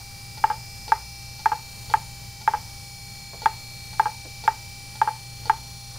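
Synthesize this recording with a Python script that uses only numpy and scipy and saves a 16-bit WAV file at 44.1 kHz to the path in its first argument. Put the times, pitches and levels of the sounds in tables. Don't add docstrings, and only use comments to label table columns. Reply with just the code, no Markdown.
import sys
import numpy as np
from scipy import signal
from scipy.fft import rfft, irfft, next_fast_len
from scipy.io import wavfile
from scipy.ndimage import uniform_filter1d

SR = 44100
rng = np.random.default_rng(int(sys.argv[2]) if len(sys.argv) > 2 else 0)


def dump_mix(stems):
    frames = np.atleast_2d(stems).T
    limited = np.clip(frames, -1, 1)
    pcm = np.round(limited * 32767).astype(np.int16)
    wavfile.write(sys.argv[1], SR, pcm)


def boost_factor(decibels):
    exponent = np.asarray(decibels, float) / 20
    return 10 ** exponent


N = 263718


def on_log(table, hz):
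    f, v = np.transpose(table)
    return np.interp(np.log(np.maximum(hz, 1)), np.log(f), v)


def shaped(x, gain):
    size = next_fast_len(N)
    return irfft(rfft(x, size) * gain(np.fft.rfftfreq(size, 1 / SR)), size)[:N]


def noise(gain):
    return shaped(rng.standard_normal(N), gain)


def walk(rate_hz):
    hold = int(SR / rate_hz)
    levels = np.repeat(rng.standard_normal(N // hold + 1), hold)
    return 1.3 * uniform_filter1d(uniform_filter1d(levels, hold), hold)[:N]


def add(out, sound, start_s):
    i = round(start_s * SR)
    out[i:i + len(sound)] += sound[:N - i]


def rings(hz, t60_s):
    t = np.arange(SR // 5) / SR
    return np.exp(np.outer(2j * np.pi * hz - np.log(1000) / t60_s, t)).imag


BALL_HZ, CAGE_HZ = 192.885, 29.68
# ball_multiple, cage_multiple, level_db (rms), beat_loudest_s, swell_highest_s
STRONG_LINES = [(12, -1, -60.5, 3.47, 3.0), (12, 1, -55.1, 0.66, 3.0), (14, -1, -68.4, 1.42, 3.0),
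                (20, 1, -59.4, 1.79, 8.5), (22, -1, -60.5, 1.98, 8.5), (22, 1, -54.2, 1.35, 4.0),
                (23, -1, -61.6, 1.47, 3.0), (24, -1, -61.2, 0.83, 7.0), (24, 1, -59.4, 0.17, 10.0),
                (25, 1, -64.7, 1.67, 4.5), (26, -1, -62.7, 0.61, 10.5), (26, 1, -51.0, 0.92, 10.0),
                (26, 2, -67.4, 1.68, 2.5), (28, 1, -66.3, 0.43, 4.0), (30, 0, -55.8, 1.12, 9.0),
                (30, 1, -59.8, 1.39, 8.5), (32, 0, -66.6, 0.74, 2.5), (36, 0, -64.2, 0.55, 2.0),
                (38, 0, -66.4, 0.89, 3.5), (42, 0, -62.8, 0.52, 10.0), (46, 0, -65.1, 0.0, 9.5),
                (54, 0, -66.4, 0.22, 2.5), (54, 1, -63.3, 0.48, 7.5), (66, -1, -69.8, 0.09, 2.0)]
# pitch_hz, level_db (rms)
CARRIER_LEVELS = [(2700, -71), (5400, -66.5), (6600, -71.5), (8800, -68), (11000, -72), (12000, -79),
                  (14700, -79)]
# pitch_hz, level_db (rms)
SIDEBAND_LEVELS = [(2900, -71.5), (3600, -71), (4500, -66), (6000, -68.5), (8000, -74.5), (9600, -71.5),
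                   (11500, -78), (14700, -73.5)]
# pitch_hz, change_db
ODD_MULTIPLES = [(2900, -12), (4400, -2), (5200, -5), (7100, -4), (9000, -9.5), (12000, -5), (14500, -2.5)]


def bearing_lines(lowest=14, highest=80, heard=80, scatter_db=1.5):
    taken = [tuple(row[:2]) for row in STRONG_LINES]
    pairs = [(b, c) for b in range(lowest, highest + 1) for c in (-1, 0, 1) if (b, c) not in taken]
    ball, cage = np.transpose(pairs)
    hz = ball * BALL_HZ + cage * CAGE_HZ
    scatter, swell_time, beat_time = rng.standard_normal((len(ball), 3)).T
    db = np.where(cage == 0, on_log(CARRIER_LEVELS, hz), on_log(SIDEBAND_LEVELS, hz))
    db = db + on_log(ODD_MULTIPLES, hz) * (ball % 2) + scatter_db * scatter
    rows = np.transpose([ball, cage, db, 10 * beat_time, 10 * swell_time])
    return np.vstack([STRONG_LINES, rows[np.argsort(-db)[:heard]]]).T


def comb(turns_s, hz, start, lean, sizes, slips):
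    out = np.zeros((2, N), np.float32)
    for k in range(len(hz)):
        cycles = hz[k] * turns_s + start[k] + slips[k % len(slips)]
        angle = np.float32(2 * np.pi * (cycles - np.rint(cycles)))
        size = np.repeat(np.float32(sizes[k]), 256)[:N]
        out[0] += size * np.sin(angle)
        out[1] += np.float32(lean[k]) * size * np.cos(angle)
    return out


def spindle(kick=.0025, sag=0.001983, swell_db=.5, side_db=-12, trim_db=0.44):
    t, speed = np.arange(N) / SR, 1 + .0001 * walk(2.95)
    changes = [(s - .07, kick) for s, _ in REBOUNDS] + [(s + 0.018, -sag) for s, _ in LONE_STEPS]
    for s, share in changes:
        late = np.maximum(t - s, 0) / 0.0477
        speed = speed + share * late * np.exp(1 - late)
    ball, cage, db, loudest_s, highest_s = bearing_lines()[:, :, None]
    slow = t[::256]
    beat_hz, second_share = .021, .42
    beat = np.abs(1 + second_share * np.exp(2j * np.pi * beat_hz * ball * (slow - loudest_s)))
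    tide_s, tide_db = 12, 4
    tide = tide_db * np.cos(2 * np.pi * (slow - highest_s) / tide_s)
    swells = np.array([swell_db * walk(1.5)[::256] for _ in range(7)])
    swell = swells[np.arange(len(db)) % len(swells)]
    sizes = np.sqrt(2) * beat * boost_factor(db + trim_db + tide + swell)
    slips = np.array([.3 * walk(1.5) for _ in range(7)])
    start, lean = rng.random((len(db), 2)).T
    lag = np.sign(lean - .5) * boost_factor(side_db - 14 * lean)
    hz = (ball * BALL_HZ + cage * CAGE_HZ)[:, 0]
    mid, side = comb(np.cumsum(speed) / SR, hz, start, lag, sizes, slips)
    return np.array([mid + side, mid - side])


# pitch_hz, level_db (rms), waver_db
HUM_LINES = [(60.5, -53, 2.5), (120.3, -47.5, 1.5), (170, -61, 2.5), (801.3, -54.5, .8), (1929, -69, 2)]


def hum():
    t, out = np.arange(N) / SR, 0
    for hz, db, waver_db in HUM_LINES:
        level = boost_factor(db + waver_db * walk(3.95)) * np.sqrt(2)
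        out = out + level * np.sin(2 * np.pi * hz * t + 0.93 * walk(1.917))
    return out


# pitch_hz, density_db (per Hz)
AIR_COMMON = [(20, -68.5), (36, -74.5), (60, -72.5), (100, -63.5), (140, -70.5), (300, -86.5), (700, -88),
              (1500, -91.5), (3000, -93.5), (4400, -88.5), (6500, -91), (11500, -94.5), (15000, -96)]
# pitch_hz, density_db (per Hz)
AIR_OPPOSITE = [(20, -79), (200, -84), (700, -93), (1500, -95), (3000, -104), (4400, -101), (5200, -100),
                (11500, -101), (15000, -99)]


def air():
    mid = noise(lambda f: boost_factor(on_log(AIR_COMMON, f)))
    side = noise(lambda f: boost_factor(on_log(AIR_OPPOSITE, f)))
    return boost_factor(0.87 * walk(7.8)) * np.sqrt(SR / 2) * np.array([mid + side, mid - side])


# start_s, level_db, centre_hz
SOFT_KNOCKS = [
    (.002, -49.5, 860),
    (3.333, -40, 590),
    (4.252, -42, 367),
    (5.956, -47, 900),
]


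def knocks():
    out, t = 0, np.arange(N) / SR
    for s, db, hz in SOFT_KNOCKS:
        body = noise(lambda f: 1 / (1.1 + (f / hz - hz / (f + 1)) ** 2))
        decay = (t > s) * np.exp(-np.abs(t - s) / 0.023)
        out = out + boost_factor(db) * body / body.std() * decay
    return out


# start_s, level_db
DOUBLE_STEPS = [(0.374, -38.5), (1.393, -41.5), (2.412, -41), (3.93, -41.5), (4.953, -40.5)]
# start_s, level_db
LONE_STEPS = [(0.88, -40.5), (1.9, -41), (3.419, -41), (4.439, -41), (5.456, -41)]
# pitch_hz, t60_s, level_db
ARM_MODES = [(867, 0.11, 1), (1416, 0.092, -15), (1930, 0.074, -16), (4510, 0.024, 2.5), (4740, 0.022, -10),
             (5900, 0.014, -8)]


def coil_steps(scratch_db=-6, sway_db=-3):
    hz, t60_s, db = np.transpose(ARM_MODES)
    three_steps = [(0, 8), (.0108, 3.5), (.0205, 3)]  # delay_s, level_db
    shudder = [(0, 0), (.005, 0.5)]
    steps = [(s + late, level + more) for s, level in LONE_STEPS for late, more in three_steps]
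    steps += [(s + late, level + more) for s, level in DOUBLE_STEPS for late, more in shudder]
    out, grit = np.zeros((2, N))
    modes, t = rings(hz, t60_s), np.arange(SR // 10) / SR
    for (s, level), chance in zip(steps, rng.standard_normal((len(steps), len(hz)))):
        add(out, boost_factor(level + db + 0.95 * chance) @ modes, s)
        add(grit, boost_factor(level + scratch_db) * np.exp(-t / 0.009), s)
    sway = t / 0.0032 * np.exp(1 - t / 0.0052) * np.sin(2 * np.pi * 470 * t)
    for s, level in LONE_STEPS:
        add(out, boost_factor(level + sway_db) * sway, s + 0.00926)
    return out + grit * noise(lambda f: 2 / (1 + ((f - 4000) / 1800) ** 2))


# pitch_hz, t60_s, then signed swing [ratio] for blow, lone_blow, rebound
CASE_MODES = [(408.1, 0.139, -0.015, -0.015, -0.001), (493.3, 0.116, -0.01, -0.01, -0.014),
              (663.2, 0.044, -0.017, -0.004, 0.001), (809.4, 0.048, 0.212, 0.229, 0.073),
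              (819.4, 0.169, 0.038, 0.037, 0.02), (843.7, 0.098, 0.159, 0.141, 0.112),
              (878.5, 0.127, 0.173, 0.216, 0.476), (881.2, 0.11, -0.355, -0.403, -0.623),
              (900.1, 0.074, -0.298, -0.309, -0.035), (939.6, 0.038, -0.079, -0.095, -0.101),
              (1031.3, 0.055, 0.026, 0.015, 0.01), (1106.5, 0.098, -0.001, -0.009, -0.001),
              (1187.2, 0.009, -0.343, -0.376, -0.183), (1236.7, 0.184, 0.006, 0.01, 0.003),
              (1287.0, 0.032, 0.117, 0.132, 0.037), (1293.8, 0.105, -0.03, -0.034, -0.015),
              (1390.1, 0.021, 0.16, 0.196, 0.056), (1590.9, 0.03, 0.027, 0.057, -0.042),
              (1633.0, 0.032, 0.204, 0.215, 0.109), (1856.1, 0.092, 0.033, 0.037, 0.01),
              (2150.4, 0.005, 0.223, 0.285, 0.078), (2375.3, 0.029, -0.018, -0.03, -0.002),
              (2592.7, 0.011, -0.017, -0.054, 0.009), (2989.3, 0.005, 0.052, 0.037, 0.069),
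              (3449.4, 0.016, -0.053, -0.09, 0.044)]
# start_s, level_db
DOUBLE_BLOWS = [(0.4396, 0.5), (1.458, 0.0), (2.47646, 0), (3.9963, 0.5), (5.0153, 0)]
# start_s, level_db
REBOUNDS = [(0.5011, -1.5), (1.518, -0.5), (2.5364, -0.5), (4.0569, -1), (5.0748, -1)]
# start_s, level_db
SINGLE_BLOWS = [(0.9198, 0.5), (1.9386, 0.5), (3.45844, 0.5), (4.4776, 0.5), (5.4968, 0.5)]


def arm_stops(contact_s=.00036, bounce_s=.01067, bounce_share=.637):
    hz, t60_s, blow, lone, rebound = np.transpose(CASE_MODES)
    length = round(contact_s * SR)
    push = np.sin(np.pi * (np.arange(length) + .5) / length)
    hits = [(s, db, blow) for s, db in DOUBLE_BLOWS] + [(s, db, lone) for s, db in SINGLE_BLOWS]
    for s, db in REBOUNDS:
        hits += [(s, db, rebound), (s + bounce_s, db, bounce_share * rebound)]
    out, modes = np.zeros(N), rings(hz, t60_s)
    for (s, db, swing), chance in zip(hits, rng.standard_normal((len(hits), len(hz)))):
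        add(out, boost_factor(db) * swing * boost_factor(.15 * chance) @ modes, s)
    return np.convolve(out, push / push.sum())[:N]


def rattle(tail_db=-34, crack_db=-23, long_db=-36):
    t, (crack, tail, long) = np.arange(SR // 3) / SR, np.zeros((3, N))
    hits = list(DOUBLE_BLOWS) + list(SINGLE_BLOWS) + [(s, db - 5) for s, db in REBOUNDS]
    for s, db in hits:
        add(crack, boost_factor(2.5 * db) * np.exp(-t / .003), s)
        add(tail, boost_factor(db) * np.exp(-t / 0.038) * (1 - np.exp(-t / 0.00034)), s)
        add(long, boost_factor(db) * np.exp(-t / 0.053) * (1 - np.exp(-t / 0.003)), s)
    bright = noise(lambda f: f ** 2 / (f ** 2 + 2800 ** 2) / (0.1 + (f / 4500) ** 2).clip(0, 5))
    mid = noise(lambda f: 4 * f ** 4 / (f ** 4 + 600 ** 4) / (1 + (f / 1800) ** 3))
    main = noise(lambda f: 14 / (1 + ((f - 885) / 55) ** 2))
    return boost_factor(crack_db) * crack * bright + boost_factor(tail_db) * tail * mid + boost_factor(long_db) * long * main


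def scene():
    hits = arm_stops() + rattle() + coil_steps() + knocks()
    lean = 0.0095 * hits + 0.022 * (np.roll(hits, 9) - np.roll(hits, 20))
    return np.array([hits + lean, hits - lean]) + spindle() + hum() + air()


def band_limit(x):
    return signal.sosfilt(signal.butter(12, 16290, fs=SR, output="sos"), x)


# pitch_hz, left_minus_right_db
PORT_BALANCE = [(25, 3), (250, -0.3), (4000, -0.05), (12000, 2)]


def record(dry):
    top_hz = 15750
    ports = []
    for x, sign in zip(dry, (1, -1)):
        ports.append(shaped(x, lambda f: boost_factor(sign * on_log(PORT_BALANCE, f) / 2) * (f < top_hz)))
    return band_limit(np.array(ports))


dry = scene()
out = record(dry)
dump_mix(out)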